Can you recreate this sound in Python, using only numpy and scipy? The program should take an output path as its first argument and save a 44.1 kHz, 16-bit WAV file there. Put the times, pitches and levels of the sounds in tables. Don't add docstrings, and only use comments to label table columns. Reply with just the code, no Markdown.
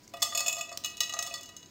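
import sys
import numpy as np
from scipy import signal
from scipy.fft import rfft, irfft, next_fast_len
from scipy.io import wavfile

SR = 44100
rng = np.random.default_rng(int(sys.argv[2]) if len(sys.argv) > 2 else 0)


def wav_out(sig):
    wavfile.write(sys.argv[1], SR, np.round(np.clip(np.atleast_2d(sig).T, -1, 1) * 32767).astype(np.int16))


N = 74970

# (frequency [Hz], level [dB])
ROOM_RUMBLE = [(20, -50), (33, -19), (48, 0), (60, -9), (100, 3.5), (145, -3.5), (300, 1), (450, -7.5),
               (700, -13), (1500, -36)]
OIL_AND_AIR = [(300, 8.5), (600, 2.5), (1500, 2.5), (2100, 1.5), (3200, -0.5), (5000, 4), (6700, -1.5),
               (8700, -6.5), (10500, -17), (15000, -6)]
# (frequency [Hz], time to fade by 60 dB [s])
ECHO_TIMES = [(300, 0.74), (2500, 0.47), (7000, 0.36), (15000, 0.27)]
# (time [s], width [s], level [dB])
SLIDES = [(.045, 0.01, -58.5), (0.079, 0.0013, -48.5), (0.095, 0.0086, -59), (0.209, 0.0076, -51.5)]
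# (time [s], peak level [dB])
SNAPS = [(0.7743, -17), (1.1375, -22.5)]
# (frequency [Hz], level [dB])
GLASS_COLOUR = [(1500, -33), (2000, -27), (2150, 7), (2350, -27), (4000, -12), (5100, -2), (5800, -4),
                (6700, 2), (9000, -18), (11000, -20), (15000, -16)]
SNAP_COLOUR = [(300, -32), (2000, -23), (3500, 2), (5500, 1.5), (8000, -4.5), (10500, -18.5), (15500, -4.5)]
KNOCK_COLOUR = [(200, -38), (450, -21), (560, -18), (700, 1), (900, -5), (1200, 0.5), (1500, -14),
                (1950, -2), (3000, -27)]
CRACK_COLOUR = [(200, -64), (550, -18), (1200, -13), (1600, -21.5), (3000, -9), (5000, -4), (6700, -5),
                (8200, -2), (9700, -15), (12000, -9.5), (14200, -12), (15400, -5.5)]
MODE_HZ = [559, 681, 1185, 1228, 1934, 2566, 2900, 3465, 3932, 4425, 4658, 4955, 5238, 5412, 6320, 6470,
           6790, 6876, 7410, 8053, 8460, 10290, 10960, 11800, 12350, 13240, 15150]
MODE_T60 = [0.2, 0.33, 0.035, 0.19, 0.57, 0.33, 0.17, 0.18, 0.089, 0.2, 0.29, 0.094, .18, 0.04, 0.08, 0.036,
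            0.08, 0.12, 0.083, 0.034, 0.15, 0.03, 0.063, 0.055, 0.054, .06, 0.026]
MODE_DB_BY_SPOT = { "left": [-30, -15.5, -8, -13, -17, -20.5, -16.5, -3, -17, -5.5, -15, -35, -5, -8.5, -7,
                   -15.5, -3.5, -12, -10, -16, -16.5, -22, -27, -17.5, -26, -22, -25], "middle": [-18.5,
                   -9.5, -11.5, -14.5, -25.5, -8.5, -10.5, -7.5, -19, -16, -27, -39, -4, -17, -6, -5, -1,
                   -0.5, -6, -16, -11.5, -25, -15, -8, -22, -20, -12], "right": [-28, -15, -37, -12, -13,
                   -12.5, -2.5, -10, -2.5, -12, -25, -18, -9, -8, -3, 1, -6, -6, -14, -11, -31.5, -29, -51,
                   -26, -30, -31, -40], "centre": [-20.5, -8, -28, -19, -31, 0, -7.5, -5, -15, -28, -32,
                   -32, -11, -7, -13, -7.5, -2.5, -2.5, -2.5, -30, -28, -38, -18.5, -34, -13.5, -23, -26]}
# (start [s], end [s], strength [dB])
SEED_POURS = [(.25, .6, -38.5), (1.038, 1.42, -49.5)]
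# (time [s], spot, strength [dB], weight [dB], brightness [dB], hardness [dB])
LANDINGS = [(.137, "middle", -27, 12.5, -20, -2.5), (.169, "right", -35.5, 6, -15, 4),
            (.2192, "left", -20, 5.5, 6, -14), (0.2241, "left", -10, 3.5, -4, 4.5),
            (.228, "left", -21.5, 3, 11, 13), (.3225, "left", -22, 9.5, -22, -14),
            (0.3483, "middle", -19.5, 5, -0.5, -13), (0.353, "left", -22, 3, 4, 0),
            (.3745, "middle", -15, -10.5, -6.5, 7.5), (0.376, "centre", -30, -34, 9, 2),
            (.392, "middle", -20.5, 1.5, -4, -4), (.4045, "left", -23.5, 10, 9.5, 11),
            (.461, "centre", -19.5, 4, -3, -10), (0.468, "middle", -24, -10, -2, 7),
            (.4805, "centre", -19, 3, 7.5, 8.5), (0.485, "middle", -34, 5, -9, 12),
            (.494, "centre", -20, -2, -8, 1), (0.5266, "centre", -26.5, 4.5, 7.5, 10),
            (.566, "middle", -26, 4.5, -3, -2), (.582, "left", -32.5, 7.5, 0, -6),
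            (.589, "left", -34.5, -26, -1, 2), (0.6091, "centre", -21.5, 0.5, -1.5, 3),
            (.691, "right", -39, 8, 6.5, -6), (.7155, "middle", -41.5, 25.5, -1, 4),
            (.725, "left", -33.5, 14.5, 3.5, -18), (0.837, "right", -30, -2, -3, 4.5),
            (.845, "right", -21, 0, 1.5, 4), (.848, "centre", -22, -33, -11, -1),
            (.858, "right", -25, -37, -14, 9), (.969, "right", -37.5, -10, 4.5, 11.5),
            (0.977, "right", -33.5, -6, -3, 1), (1.0047, "right", -10.5, -6.5, -6.5, 4.5),
            (1.008, "right", -15, -7.5, -8.5, -26), (1.032, "right", -22, -17, 1.5, -10),
            (1.094, "right", -24, 0, -8, 0.5), (1.124, "right", -34, 10, 8, -10),
            (1.138, "right", -34, 21.5, 14, 5), (1.166, "right", -30, 15, -21, -8),
            (1.189, "right", -21.5, 8.5, 5.5, 3.5), (1.2248, "right", -28.5, 6.5, 5, 16.5),
            (1.264, "right", -33, 3, 7, 8), (1.271, "left", -26.5, 7.5, -7, 6),
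            (1.309, "centre", -32, 4.5, -24, -20), (1.339, "left", -22, 4.5, -2, 1),
            (1.341, "middle", -40.5, 2.5, -18, -4), (1.355, "right", -33.5, -20, 2, 5),
            (1.378, "right", -39, 12, 3, 3), (1.409, "right", -43, -25, 9, 14),
            (1.431, "right", -37.5, -10, 5, 11.5), (1.457, "right", -39, -7, 3.5, 6),
            (1.49, "right", -36, 5.5, -7, 4.5), (1.565, "right", -38.5, -24, 10.5, 8.5),
            (1.6275, "right", -38.5, -4, -4, -14), (1.658, "right", -45.5, -19, 3.5, -20)]


def amp(db):
    return 10 ** (np.asarray(db) / 20)


def along(points, hz):
    freqs, values = np.transpose(points)
    return np.interp(np.log(hz + 1), np.log(freqs + 1), values)


def filtered(x, response):
    size = next_fast_len(len(x) + 8192)
    hz = np.fft.rfftfreq(size, 1 / SR)
    return irfft(rfft(x, size) * response(hz), size)[:len(x)]


def noise(colour, size):
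    x = filtered(rng.standard_normal(size), lambda hz: amp(along(colour, hz)))
    return x / np.sqrt(np.mean(x ** 2) + 1e-20)


def fade(t, t60):
    return np.exp(-np.log(1000) * t / t60)


def background(whine_hz=987):
    whine = np.sqrt(2) * np.sin(2 * np.pi * whine_hz * np.arange(N) / SR)
    return amp(-60.5) * noise(ROOM_RUMBLE, N) + amp(-62) * noise(OIL_AND_AIR, N) + amp(-73) * whine


def add(track, start_s, sound):
    part = track[max(round(start_s * SR), 0):][:len(sound)]
    part += sound[:len(part)]


def kitchen_echo(x, tails=12, delay_s=.002):
    out, hop = np.zeros(N), N / (tails - 1)
    for k in range(tails):
        hz, t, spectrum = signal.stft(rng.standard_normal(SR // 2), SR, nperseg=256)
        spectrum *= fade(t, along(ECHO_TIMES, hz)[:, None])
        tail = signal.istft(spectrum, SR, nperseg=256)[1]
        near = np.flatnonzero(np.abs(np.arange(N) / hop - k) < 1)
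        stretch = x[near] * np.cos(np.pi / 2 * (near / hop - k))
        add(out, near[0] / SR + delay_s, signal.fftconvolve(stretch, tail / np.linalg.norm(tail)))
    return out


def sliding_on_glass():
    t = np.arange(N) / SR
    swells = sum(amp(db) * np.exp(-.5 * ((t - time) / width) ** 2) for time, width, db in SLIDES)
    return noise(GLASS_COLOUR, N) * swells


def dry_snaps():
    out, t = np.zeros(N), np.arange(SR // 20) / SR
    for time, db in SNAPS:
        click = noise(SNAP_COLOUR, len(t)) * fade(t, t60=.011)
        add(out, time, amp(db) * click / np.abs(click).max())
    return out


def pot_strike(spot, weight_db, bright_db, hardness_db):
    low_hz, high_hz = 1830, 5000
    rise_cycles, contact_s, noise_rise_s = 2.88, .0011, .00029
    t = np.arange(SR // 3) / SR
    hz = np.array(MODE_HZ) * (1 + .002 * rng.standard_normal(len(MODE_HZ)))
    colour_db = weight_db / (1 + (hz / low_hz) ** 6) + bright_db / (1 + (high_hz / hz) ** 6)
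    mode_db = MODE_DB_BY_SPOT[spot] + colour_db + rng.standard_normal(len(hz))
    gains = amp(mode_db) * (-1) ** np.arange(len(hz))
    cycles = np.outer(hz, t)
    build_up = 1 - np.exp(-cycles / rise_cycles)
    modes = np.sin(2 * np.pi * cycles) * build_up * fade(t, np.array(MODE_T60)[:, None])
    early_boost = 1 + amp(8.5) * fade(t, t60=.053)
    ring = amp(-17) * (gains @ modes) * early_boost * (1 - np.exp(-t / contact_s))
    knock = amp(-31 + weight_db) * fade(t, t60=.057) * noise(KNOCK_COLOUR, len(t))
    crack_level = amp(-16 + hardness_db) * fade(t, t60=.038)
    shimmer_level = amp(-39.5) * fade(t, t60=.31)
    crack_and_shimmer = noise(CRACK_COLOUR, len(t)) * (crack_level + shimmer_level)
    return ring + (knock + crack_and_shimmer) * (1 - np.exp(-t / noise_rise_s))


def small_seeds(seeds_per_s=45, scatter_db=2.5):
    out = np.zeros(N)
    hits = [pot_strike(spot, weight_db=8.5, bright_db=3, hardness_db=4)
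            for spot in ("left", "middle", "right")]
    for start, end, db in SEED_POURS:
        gaps, sizes = rng.exponential(size=40), rng.standard_normal(size=40)
        for k, time in enumerate(start + np.cumsum(gaps) / seeds_per_s):
            if time < end:
                add(out, time, amp(db + scatter_db * sizes[k]) * hits[k % len(hits)])
    return out


def large_spices():
    out = np.zeros(N)
    for time, spot, db, weight_db, bright_db, hardness_db in LANDINGS:
        add(out, time, amp(db) * pot_strike(spot, weight_db, bright_db, hardness_db))
    return out


def scene():
    quiet = background() + sliding_on_glass()
    snaps = dry_snaps()
    clatter = small_seeds() + large_spices()
    echo = amp(-6) * kitchen_echo(clatter + amp(-3.5) * snaps)
    return (clatter + snaps + echo + quiet)[None]


def record(dry):
    bottom_hz, top_hz = 38, 15740
    band = lambda hz: 1 / np.sqrt((1 + (hz / top_hz) ** 200) * (1 + (bottom_hz / (hz + 1)) ** 10))
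    return np.array([filtered(x, band) for x in dry])


dry = scene()
out = record(dry)
wav_out(out)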